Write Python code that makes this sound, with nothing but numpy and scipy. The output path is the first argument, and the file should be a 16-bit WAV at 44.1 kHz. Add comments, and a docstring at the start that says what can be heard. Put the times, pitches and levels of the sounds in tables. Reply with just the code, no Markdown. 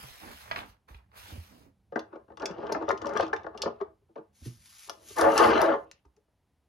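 """A wooden desk in a small quiet room, heard through the two microphone ports of a hand-held recorder.
A page is turned and smoothed down: friction hisses, the sheet buckles, hands thump on the desk.
Closer by, small glass bottles are nudged, rock and clink, and a sleeve drags them along: impacts and
stick-slip friction excite the modes of the wood and the glass. Last, a thin plastic packet crinkles."""
import sys
import numpy as np
from scipy import signal
from scipy.fft import rfft, irfft, next_fast_len
from scipy.io import wavfile
from scipy.ndimage import uniform_filter1d

SR = 44100
rng = np.random.default_rng(int(sys.argv[2]) if len(sys.argv) > 2 else 0)


def dump_mix(stems):
    """Bounce the given channels to the path in sys.argv[1] as a 16-bit WAV at rate SR."""
    frames = np.atleast_2d(stems).T  # one column per channel
    limited = np.clip(frames, -1, 1)  # hard clip at full scale
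    pcm = np.round(limited * 32767).astype(np.int16)
    wavfile.write(sys.argv[1], SR, pcm)


N = 294588


def amp(db):
    """Amplitude ratio of a level in decibels."""
    return 10 ** (np.asarray(db) / 20)


def unit_rms(x):
    """Normalisation to unit mean power."""
    return x / np.sqrt(np.mean(x ** 2) + 1e-20)


def peaked(x, db):
    """Normalisation to a peak level."""
    return amp(db) * x / abs(x).max()


def value_at(points, hz):
    """Interpolation on a logarithmic frequency axis."""
    f, value = np.transpose(points)
    return np.interp(np.log(hz + 1), np.log(f + 1), value)


def envelopes(*strokes):
    """Linear interpolation in time: a gate, open during each stroke, then each level column."""
    times, *columns = np.transpose(np.concatenate(strokes))
    t = np.arange(N) / SR
    gate = sum((t >= rows[0][0]) & (t <= rows[-1][0]) for rows in strokes)
    return [uniform_filter1d(1. 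* gate, size=400)] + [np.interp(t, times, c) for c in columns]


def add(mix, s, sound):
    """Superposition: a sound joins the mix at s seconds."""
    part = mix[..., round(s * SR):][..., :sound.shape[-1]]
    part += sound[..., :part.shape[-1]]


def coloured(x, spectrum):
    """Linear filtering by a spectral envelope, to unit rms."""
    size = x.shape[-1]
    gain = amp(value_at(spectrum, np.fft.rfftfreq(size, 1 / SR)))
    return unit_rms(irfft(rfft(x) * gain, size))


def friction(spread_db, grain_s, width=0):
    """Surface roughness modulates noise from grain to grain; width decorrelates the ports."""
    roughness = uniform_filter1d(rng.standard_normal(N), size=max(round(grain_s * SR), 1))
    shared, left, right = rng.standard_normal((3, N))
    return (shared + width * np.array([left, right])) * amp(spread_db * unit_rms(roughness))


def drifting(x, depth_db):
    """Spectral modulation: random patches of a rub, about 500 Hz by 60 ms, swell and sink."""
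    spectra = signal.stft(x, nperseg=512)[2]
    field = rng.standard_normal(spectra.shape[:0:-1]).T
    field = uniform_filter1d(field, size=6, axis=0)
    field = unit_rms(uniform_filter1d(field, size=10, axis=1))
    return unit_rms(signal.istft(spectra * amp(depth_db * field), nperseg=512)[1][:, :N])


def rattle(decay_s, rise_s):
    """Repeated micro-impacts: spiky noise that swells, then decays exponentially."""
    t = np.arange(3000) / SR
    x = rng.standard_normal(len(t))
    return x * abs(x) * np.exp(-t / max(decay_s, 1e-4)) * np.minimum(t / max(rise_s, 1e-5), 1) ** 2


def crackle(contacts, spectrum, db):
    """Source and filter: a run of contacts takes on the spectrum of a material."""
    return peaked(coloured(contacts, spectrum) * signal.windows.tukey(len(contacts), .02), db)


def modal_rings(modes, spread_db, tilt_db=0, width=0, detune=0):
    """Damped sines, one per port and mode; the struck spot sets shares, signs, tuning and phase."""
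    hz, db, t60 = np.transpose(modes)[:, :, None]
    t = np.arange(round(t60.max() * SR)) / SR
    share, sign, skew, load = rng.standard_normal((len(modes), 4, 1)).transpose(1, 0, 2)
    skew = width * skew * np.clip(np.log2(hz / 380), 0, 1)  # long waves reach both ports alike
    start_db = db + spread_db * share + tilt_db * np.log2(hz / hz.mean())
    envelope = np.sign(sign) * amp(start_db - 60 * t / t60)
    envelope *= np.minimum(t * hz, 1) ** 2  # each mode takes one cycle to build up
    phase = 2 * np.pi * hz * (1 + detune * load) * t
    return np.array([envelope * np.sin(phase + side * skew) for side in (1, -1)])


# Spectrum of the quiet room: f/Hz, level/dB
AIR_SPECTRUM = [(15, -42.5), (25, -2.5), (65, 2), (472, -14.5), (846, -14.5), (1230, -22), (5120, -31.5),
                (7030, -34.5), (8030, -36.5), (10700, -32), (14000, -42)]

def air():
    """Ambient noise is partly coherent between two nearby ports."""
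    shared, left, right = rng.standard_normal((3, N))
    return amp(-75) * np.array([coloured(shared + 0.24 * own, AIR_SPECTRUM) for own in (left, right)])


# Three strokes of fingers over the page: t/s, hiss level/dB, body level/dB
PAGE_STROKES = [
    [(-0.01, -49.5, -51.5), (0.19, -55.5, -63.5), (0.22, -53.5, -51.5), (0.315, -54, -49),
     (0.35, -52.5, -63), (0.55, -59, -53), (0.586, -49, -39), (0.634, -65, -47.5), (0.70, -61, -75),
     (0.776, -92.5, -72)],
    [(0.878, -79, -70), (0.888, -63.5, -59.5), (0.968, -72, -67), (1.078, -100, -86)],
    [(1.09, -101, -79), (1.174, -51, -54), (1.226, -55, -60.5), (1.296, -52.5, -57), (1.42, -60, -64.5),
     (1.634, -68.5, -69.5), (1.704, -100, -81)],
]
# Spectra of the fibres and of the sheet: f/Hz, level/dB
FIBRE_SPECTRUM = [(880, -18.5), (1500, -8.5), (2410, -7.5), (3150, -8), (4460, -10), (7540, -17),
                  (13100, -11.5), (14800, -23.5), (16000, -19)]
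SHEET_SPECTRUM = [(240, -40), (400, -9.5), (582, -9), (741, -6), (832, -2.5), (2380, -12.5), (4000, -31.5),
                  (5200, -60), (8800, -120)]

def page_rub():
    """Sliding friction: fibres hiss under the fingers and the sheet adds a duller body."""
    gate, hiss_db, body_db = envelopes(*PAGE_STROKES)
    hiss = drifting(coloured(friction(1.5, 0.0033, width=1.0), FIBRE_SPECTRUM), depth_db=2.0)
    body = coloured(friction(4.9, 0.008, width=1.0), SHEET_SPECTRUM)
    return gate * (amp(hiss_db) * hiss + amp(body_db) * body)


# Course of the handling rumble: t/s, level/dB
RUMBLE_LEVELS = [(0.0, -54), (0.2, -89), (0.56, -52), (0.8, -75.5), (1.39, -60), (1.71, -68.5), (2.27, -71),
                 (2.4, -61), (3.2, -57.5), (3.72, -65), (4.17, -77.5), (4.6, -60), (4.8, -82.5),
                 (5.19, -61), (5.27, -53.5), (5.5, -42), (5.62, -50.5), (6.2, -99), (6.68, -83)]
# Its spectrum: f/Hz, level/dB
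RUMBLE_SPECTRUM = [(12, -57.5), (20, -25.5), (64, 7.5), (118, 5), (146, -9), (205, 1), (260, -17),
                   (340, -23.5), (570, -120)]

def rumble():
    """Structure-borne noise: handling makes a low, uneven rumble."""
    _, db = envelopes(RUMBLE_LEVELS)
    return amp(db) * coloured(friction(1.7, 0.007, width=0.12), RUMBLE_SPECTRUM)


# Presses of the palm on the paper: t/s, hold/s, level/dB
PALM_PRESSES = [(0.03, 0.031, -66.5), (0.225, 0.086, -55), (0.515, 0.14, -58), (0.905, 0.011, -62),
                (1.305, 0.063, -54.5), (1.52, 0.15, -62)]
# Spectrum of the rub: f/Hz, level/dB
PALM_SPECTRUM = [(100, -25.5), (170, -8), (280, -3.5), (420, -13.5), (700, -15.5), (1200, -39)]

def palm_rub():
    """Friction at a soft contact: a low rub that rises fast with each press, holds and lets go."""
    rise_db_per_s, fall_db_per_s = 888, 347
    start, hold, db = np.transpose(PALM_PRESSES)[:, :, None]
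    t = np.arange(N) / SR
    press_db = db - rise_db_per_s * np.maximum(start - t, 0)
    press_db -= fall_db_per_s * np.maximum(t - start - hold, 0)
    return amp(press_db.max(0)) * coloured(friction(1.9, 0.0031, width=0.12), PALM_SPECTRUM)


# Hands and wrists landing: t/s, level/dB, f/Hz
HAND_THUMPS = [(0.04, -46, 130), (0.234, -52, 88), (0.331, -52.5, 71), (0.529, -60, 114),
               (0.689, -52.5, 51.5), (0.907, -42.5, 61), (0.948, -41, 61.9), (1.24, -54, 91),
               (1.324, -37, 82.7), (1.378, -34, 83.4), (2.883, -45, 94.2), (3.202, -43, 96.9),
               (3.648, -45, 90.9), (4.42, -43, 80.7), (4.466, -31.5, 122.1), (5.22, -37.5, 80.5),
               (5.457, -37, 108.7), (6.059, -54.5, 64.2)]

def thumps():
    """A damped oscillator: a soft blow moves the whole desk in one low mode."""
    rise_s, t60_s = 0.0022, 0.19
    out = np.zeros(N)
    t = np.arange(SR // 2) / SR
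    envelope = (1 - np.exp(-t / rise_s)) * amp(-60 * t / t60_s)
    for s, db, hz in HAND_THUMPS:
        add(out, s, peaked(envelope * np.sin(2 * np.pi * hz * t), db))
    return out


# Buckles of the page: t/s, level/dB
BUCKLES = [(0.5122, -19), (0.516, -22), (0.56, -21), (0.571, -30), (0.589, -26.5), (0.602, -37),
           (.637, -52), (0.887, -54), (0.945, -40.5), (1.116, -53), (1.299, -57)]
# Spectrum of one buckle: f/Hz, level/dB
BUCKLE_SPECTRUM = [(150, -29.5), (400, -7.5), (800, 2.5), (2200, -0.5), (4300, -8.5), (5500, -21),
                   (9000, -44), (15000, -45)]

def page_buckles():
    """Buckling: the bent sheet releases elastic energy in short crackles."""
    out = np.zeros(N)
    for s, db in BUCKLES:
        add(out, s, crackle(rattle(decay_s=0.0035, rise_s=0.0006), BUCKLE_SPECTRUM, db))
    return out


# Modes of the desk top, in knocks and scrapes: f/Hz, level/dB, T60/s
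DESK_MODES = [(161, -18, .12), (210, -5, 0.038), (233.6, -7.5, 0.077), (262, -19.5, 0.027),
              (300, -17.5, 0.073), (325.5, -5, 0.17), (347, -8, 0.079), (404.4, 0, .1),
              (457.8, -3.5, 0.099), (502, -7, 0.069), (559.8, -3.5, 0.13), (559.6, -4, 0.12),
              (660, -9, 0.017), (653, -2.5, 0.14), (710.3, 0.5, 0.057), (778, -8, 0.027), (855, 2.5, 0.043),
              (926, -1.5, 0.041), (1041, -11, 0.17), (1100, -8.5, 0.1), (1182, 3.5, 0.028), (1243, -9, .1),
              (1414, -5, 0.046), (1554, -14.5, 0.057), (1583, -9, 0.044), (1733, -10, 0.064),
              (1862, -17.5, 0.051), (2055, -17.5, 0.052), (2310, -24, 0.051)]
# Spectrum of glass grating on wood, in both too: f/Hz, level/dB
GRIT_SPECTRUM = [(1200, -24.5), (1900, -1), (2300, -1), (2800, 4.5), (3300, -2.5), (4500, -6.5),
                 (7000, -17.5), (9000, -33), (16000, -62.5)]
# Bottle bases striking the desk; the last rows, from 5.9 s, are the crinkling packet knocking on the wood: t/s,
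# level/dB, hardness as tilt/(dB/octave)
BOTTLE_KNOCKS = [(1.919, -30.5, -3), (1.955, -15.5, 1), (1.967, -24.5, 0.5), (2.124, -36.5, -3),
                 (2.153, -33, -1), (2.278, -47.5, -3.5), (2.297, -41.5, -3.5), (2.315, -40.5, -3),
                 (2.369, -37, 1), (2.406, -32, 1.5), (2.423, -22.5, -1.5), (2.438, -31.5, -2.5),
                 (2.492, -31.5, -7.5), (2.576, -29, -7), (2.622, -26.5, -6), (2.691, -25, 1),
                 (2.714, -19.5, -1.5), (2.745, -20.5, 2), (2.757, -23, -3.5), (2.805, -24.5, -4),
                 (2.82, -23.5, -0.5), (2.878, -19, 0), (2.891, -15.5, 3), (2.903, -12, 11), (2.92, -23, -3),
                 (3.012, -30, 0), (3.04, -23, -2), (3.058, -22.5, -1.5), (3.115, -34.5, -7),
                 (3.14, -24.5, -8.5), (3.162, -17, 8.5), (3.195, -13, 4.5), (3.221, -17.5, -2),
                 (3.328, -13, 6), (3.347, -32, 1.5), (3.44, -32, 0.5), (3.463, -26, 3), (3.542, -34, -3),
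                 (3.63, -22.5, -1), (3.654, -18, -0.5), (3.67, -23.5, -3.5), (3.697, -38, -11.5),
                 (3.8, -35, 1), (3.808, -23, -1.5), (4.012, -64.5, -5), (4.083, -52.5, -9.5),
                 (4.154, -30.5, -2), (4.171, -34, -6), (4.403, -49, -15), (4.449, -34, -22.5),
                 (4.884, -40.5, 3), (4.893, -29.5, 4.5), (5.096, -41, -3), (5.913, -64, 8),
                 (6.047, -52, 0.5), (6.162, -57.5, -5), (6.276, -67.5, -2)]

def knocks():
    """Impact excitation: a bottle rattles, grates and rings the desk; hard, short blows favour high modes."""
    out = np.zeros((2, N))
    for s, db, tilt_db in BOTTLE_KNOCKS:
        stretch = amp(-np.clip(tilt_db, -8, 4))  # softer contacts last longer
        rise_s, decay_s, blow_s = 0.0044 * stretch, 0.0049 * stretch, 0.00018 * stretch
        contacts = peaked(rattle(decay_s, rise_s), 0)
        t = np.arange(len(contacts)) / SR
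        main_blow = np.exp(-((t - rise_s) / blow_s) ** 2) / stretch
        contacts += amp(-11 + 0.2 * tilt_db) * main_blow
        ring = modal_rings(DESK_MODES, 2.4, tilt_db, width=0.71, detune=0.016).sum(1)
        ring *= np.exp(-np.arange(ring.shape[1]) / (0.047 * SR))  # the held bottle damps the wood
        add(out, s, peaked(signal.fftconvolve(contacts[None], ring, axes=1), db))
        grit_db = db - 26 + 0.42 * tilt_db
        add(out, s, crackle(contacts, GRIT_SPECTRUM, grit_db))
    return out


# Strokes of bottles over the desk, ending in the long pull: t/s, pressure level/dB, grit level/dB
BOTTLE_SCRAPES = [
    [(1.95, -85, -84), (2.11, -59.5, -88), (2.14, -46.5, -70), (2.19, -59, -90), (2.27, -78, -95)],
    [(2.39, -44, -95), (2.42, -36, -69), (2.55, -45.5, -68.5), (2.68, -37.5, -63), (2.96, -55, -72.5),
     (3.02, -42, -78), (3.15, -32, -56), (3.23, -40.5, -45.5), (3.32, -47.5, -87.5)],
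    [(3.33, -55.5, -79), (3.39, -53, -70.5), (3.51, -56.5, -83.5), (3.64, -38.5, -72), (3.72, -58.5, -76.5),
     (3.92, -63.5, -98)],
    [(4.16, -60, -93), (4.35, -96, -96)],
    [(4.87, -59, -68), (4.966, -62, -97), (5.1, -66, -84.5)],
    [(5.15, -59, -66), (5.174, -24.5, -58), (5.218, -18, -45), (5.35, -26, -51), (5.374, -18, -37.5),
     (5.448, -16, -36.5), (5.544, -21, -40.5), (5.62, -19.5, -43), (5.74, -26.5, -52.5),
     (5.8, -51.5, -80.5), (6.0, -87, -81)],
]

def scrapes():
    """Stick-slip friction: dense slips of glass on wood drive every desk mode and leave a fine grit."""
    gate, pressure_db, grit_db = envelopes(*BOTTLE_SCRAPES)
    tilt_db = 1.5 + 0.096 * (pressure_db + 18.5)  # per octave; harder pressure is brighter
    slips = gate * amp(pressure_db) * friction(2.2, 0.00071)[0]
    rings = modal_rings(DESK_MODES, 0, width=0.65).transpose(1, 0, 2)
    rings /= np.linalg.norm(rings[:, 0])
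    # the contact wanders across the nodes of each mode, so the coupling changes sign
    signs = rng.choice([-1., 1.], (N // 1000 + 2, len(DESK_MODES)))
    grit = drifting(coloured(friction(2.4, 0.0079, width=0.17), GRIT_SPECTRUM), depth_db=3.5)
    out = gate * amp(grit_db) * grit
    for (hz, _, _), ring, sign in zip(DESK_MODES, rings, signs.T):
        coupling = np.interp(np.arange(N) / 1000, np.arange(len(sign)), sign)
        drive = slips * coupling * amp(tilt_db * np.log2(hz / 600))
        out += signal.oaconvolve(drive[None], ring, axes=1)[:, :N]
    return out


# Modes of thick glass: f/Hz, level/dB, T60/s
GLASS_MODES = [(2890, -3, 0.0037), (3500, -4.5, 0.0053), (4070, -5.5, 0.002), (5290, 13.5, 0.0014),
               (5840, -1.5, 0.00057), (5910, -9, 0.0024), (6984, -13, 0.0063), (7700, -13.5, 0.0028),
               (10210, -5.5, 0.0017), (11500, -10.5, 0.00073), (14600, -13.5, 0.00096)]
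# Glass touching glass: t/s, level/dB, tilt/(dB/octave)
BOTTLE_CLINKS = [(1.9588, -44.5, -2), (1.9934, -32.5, -3), (2.3722, -39, -9), (2.3982, -39.5, -12),
                 (2.4207, -39.5, -13), (2.4568, -21, -3.5), (2.5103, -42, -13), (2.6682, -40.5, -21),
                 (2.723, -27.5, 0.5), (2.8899, -26, -4.5), (2.911, -35.5, -3), (2.9762, -39.5, -15),
                 (3.018, -34, -12), (3.0575, -38.5, -8), (3.069, -32, -1.5), (3.0924, -40.5, -8.5),
                 (3.136, -44.5, 2.5), (3.162, -41, -8), (3.173, -25.5, -4), (3.199, -37.5, -11.5),
                 (3.2084, -28, -7.5), (3.232, -39, -7), (3.2655, -43.5, -16), (3.279, -46.5, -7.5),
                 (3.334, -36.5, -7), (3.3638, -36, -15), (3.434, -50, -15), (3.5758, -35.5, -6),
                 (3.6195, -17, -4), (3.624, -24.5, -2.5), (4.896, -24, 4), (5.185, -22.5, 10),
                 (5.2118, -17, 11), (5.32, -34, -4), (5.3677, -44, -14), (5.378, -11, 5), (5.616, -19, 10)]

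def clinks():
    """Heavily damped modes turn one sharp contact and its chatter into a dry tick of glass."""
    out = np.zeros((2, N))
    for s, db, tilt_db in BOTTLE_CLINKS:
        contacts = peaked(rattle(decay_s=0.0044, rise_s=0.00044), -6.0)
        contacts[0] = 1  # the sharp first contact
        ring = modal_rings(GLASS_MODES, 0.33, tilt_db, width=0.2, detune=0.019).sum(1)
        add(out, s, peaked(signal.fftconvolve(contacts[None], ring, axes=1), db))
    return out


# A sleeve brushes the wood, then drags the bottles: t/s, level/dB
SLEEVE_STROKES = [
    [(4.326, -87), (4.354, -68), (4.424, -64), (4.46, -49.5), (4.5, -59.5), (4.596, -65.5), (4.646, -58),
     (4.885, -53.5)],
    [(4.91, -62.5), (4.992, -68.5), (5.096, -50), (5.155, -52)],
    [(5.16, -45.5), (5.21, -42.5), (5.28, -54), (5.39, -41.5), (5.47, -43.5), (5.54, -64), (5.64, -54.5),
     (5.72, -73), (5.85, -79.5)],
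]
# Spectrum of the cloth: f/Hz, level/dB
CLOTH_SPECTRUM = [(200, -45.5), (500, -20), (1000, -5.5), (3000, -1.5), (6500, 1.5), (10000, 1.5),
                  (13000, -8.5), (16000, -28.5)]

def sleeve():
    """Sliding friction of cloth on wood radiates broadband noise."""
    gate, db = envelopes(*SLEEVE_STROKES)
    brush = coloured(friction(1.5, 0.0036, width=0.034), CLOTH_SPECTRUM)
    return gate * amp(db) * drifting(brush, depth_db=1.35)


# Creases of the plastic packet giving way: t/s, level/dB
PACKET_CRINKLES = [(5.913, -36), (6.0525, -65), (6.1647, -62.5)]
# Spectrum of the film: f/Hz, level/dB
FILM_SPECTRUM = [(350, -43), (600, -15), (2540, -6.5), (3320, -13.5), (6080, -3), (13100, -30),
                 (15000, -45)]

def crinkles():
    """Snap-through: creases in the film flip over with dry broadband clicks."""
    out = np.zeros(N)
    for s, db in PACKET_CRINKLES:
        add(out, s, crackle(rattle(decay_s=0.0036, rise_s=0.00055), FILM_SPECTRUM, db))
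    return out


# Left port minus right, for the page and for the near sources: f/Hz, level/dB
PAGE_BALANCE = [(60, -46), (180, -7), (550, -6.5), (1650, -4), (4970, 1.5), (15000, -1)]
NEAR_BALANCE = [(60, -2), (130, 10), (290, -1), (640, 3), (1410, 7.5), (3100, 4), (6820, 0.5), (15000, 0)]
# Lead of the left port for the near sources: f/Hz, phase/rad
NEAR_LEAD = [(0, 0), (1200, .6), (6000, .1), (7700, -3), (8900, -3.3), (10400, -6), (13000, -6.8),
             (14200, -9.4), (16000, -9.4)]

def direct_sound(paper, near):
    """Direct paths reach the two ports with level and phase differences that depend on frequency."""
    size = next_fast_len(N + SR // 4)
    hz = np.fft.rfftfreq(size, 1 / SR)
    page_lag_s = 0.000451
    out = np.zeros((2, N))
    for x, balance, lead in ((paper, PAGE_BALANCE, -2 * np.pi * hz * page_lag_s),
                             (near, NEAR_BALANCE, value_at(NEAR_LEAD, hz))):
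        half = amp(value_at(balance, hz) / 2) * np.exp(.5j * lead)
        out += irfft(rfft(x, size) * np.array([half, 1 / half]), size)[:, :N]
    return out


# Reverberation time of the room: f/Hz, T60/s
ROOM_DECAY = [(100, 0.08), (500, 0.25), (2000, 0.22), (6000, 0.16), (8500, 0.051), (12000, 0.086)]

def room(x):
    """Reverberation: sparse reflections decay band by band; as things move, their pattern changes."""
    out = 0
    angle = np.pi * np.arange(N) / (.11 * SR)
    for crossfade in (np.cos(angle), np.sin(angle)):
        taps = np.zeros((2, SR // 2))
        slots = np.arange(150, SR // 2 - 20, 20)
        arrivals = slots + rng.integers(0, 20, (2, len(slots)))
        np.put_along_axis(taps, arrivals, rng.choice([-1., 1.], arrivals.shape), 1)
        hz, t, spectra = signal.stft(taps, SR, nperseg=256)
        spectra = np.where(hz[:, None] < 450, spectra[:1], spectra)  # long waves reach both ports alike
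        decay = amp(-60 * t / value_at(ROOM_DECAY, hz)[:, None])
        tail = signal.istft(spectra * decay, SR, nperseg=256)[1]
        out = out + signal.fftconvolve(x * crossfade, tail / np.linalg.norm(tail[0]), axes=1)[:, :N]
    return out


def scene():
    """Superposition of direct sound, reverberation, handling and ambient noise."""
    paper = page_rub() + palm_rub() + page_buckles()
    low_cut = signal.butter(3, 165, "highpass", fs=SR, output="sos")  # knocks, scrapes and clinks carry little sound below about 165 Hz
    near = signal.sosfilt(low_cut, knocks() + scrapes() + clinks()) + sleeve() + crinkles()
    reverberation = amp(-7.5) * room(paper) + amp(-10.0) * room(near)
    handling = (rumble() + thumps()) * amp([[-1.2], [1.2]])  # slightly to the right
    return direct_sound(paper, near) + reverberation + handling + air()


def record(dry):
    """Band limiting: the recorder rolls off below 42 Hz and cuts off at 16 kHz."""
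    bass_cut = signal.butter(3, 42, "highpass", fs=SR, output="sos")
    treble_cut = signal.firwin(511, 16000, window=("kaiser", 9), fs=SR)
    return signal.oaconvolve(signal.sosfilt(bass_cut, dry), treble_cut[None], "same")


dry = scene()
out = record(dry)
dump_mix(out)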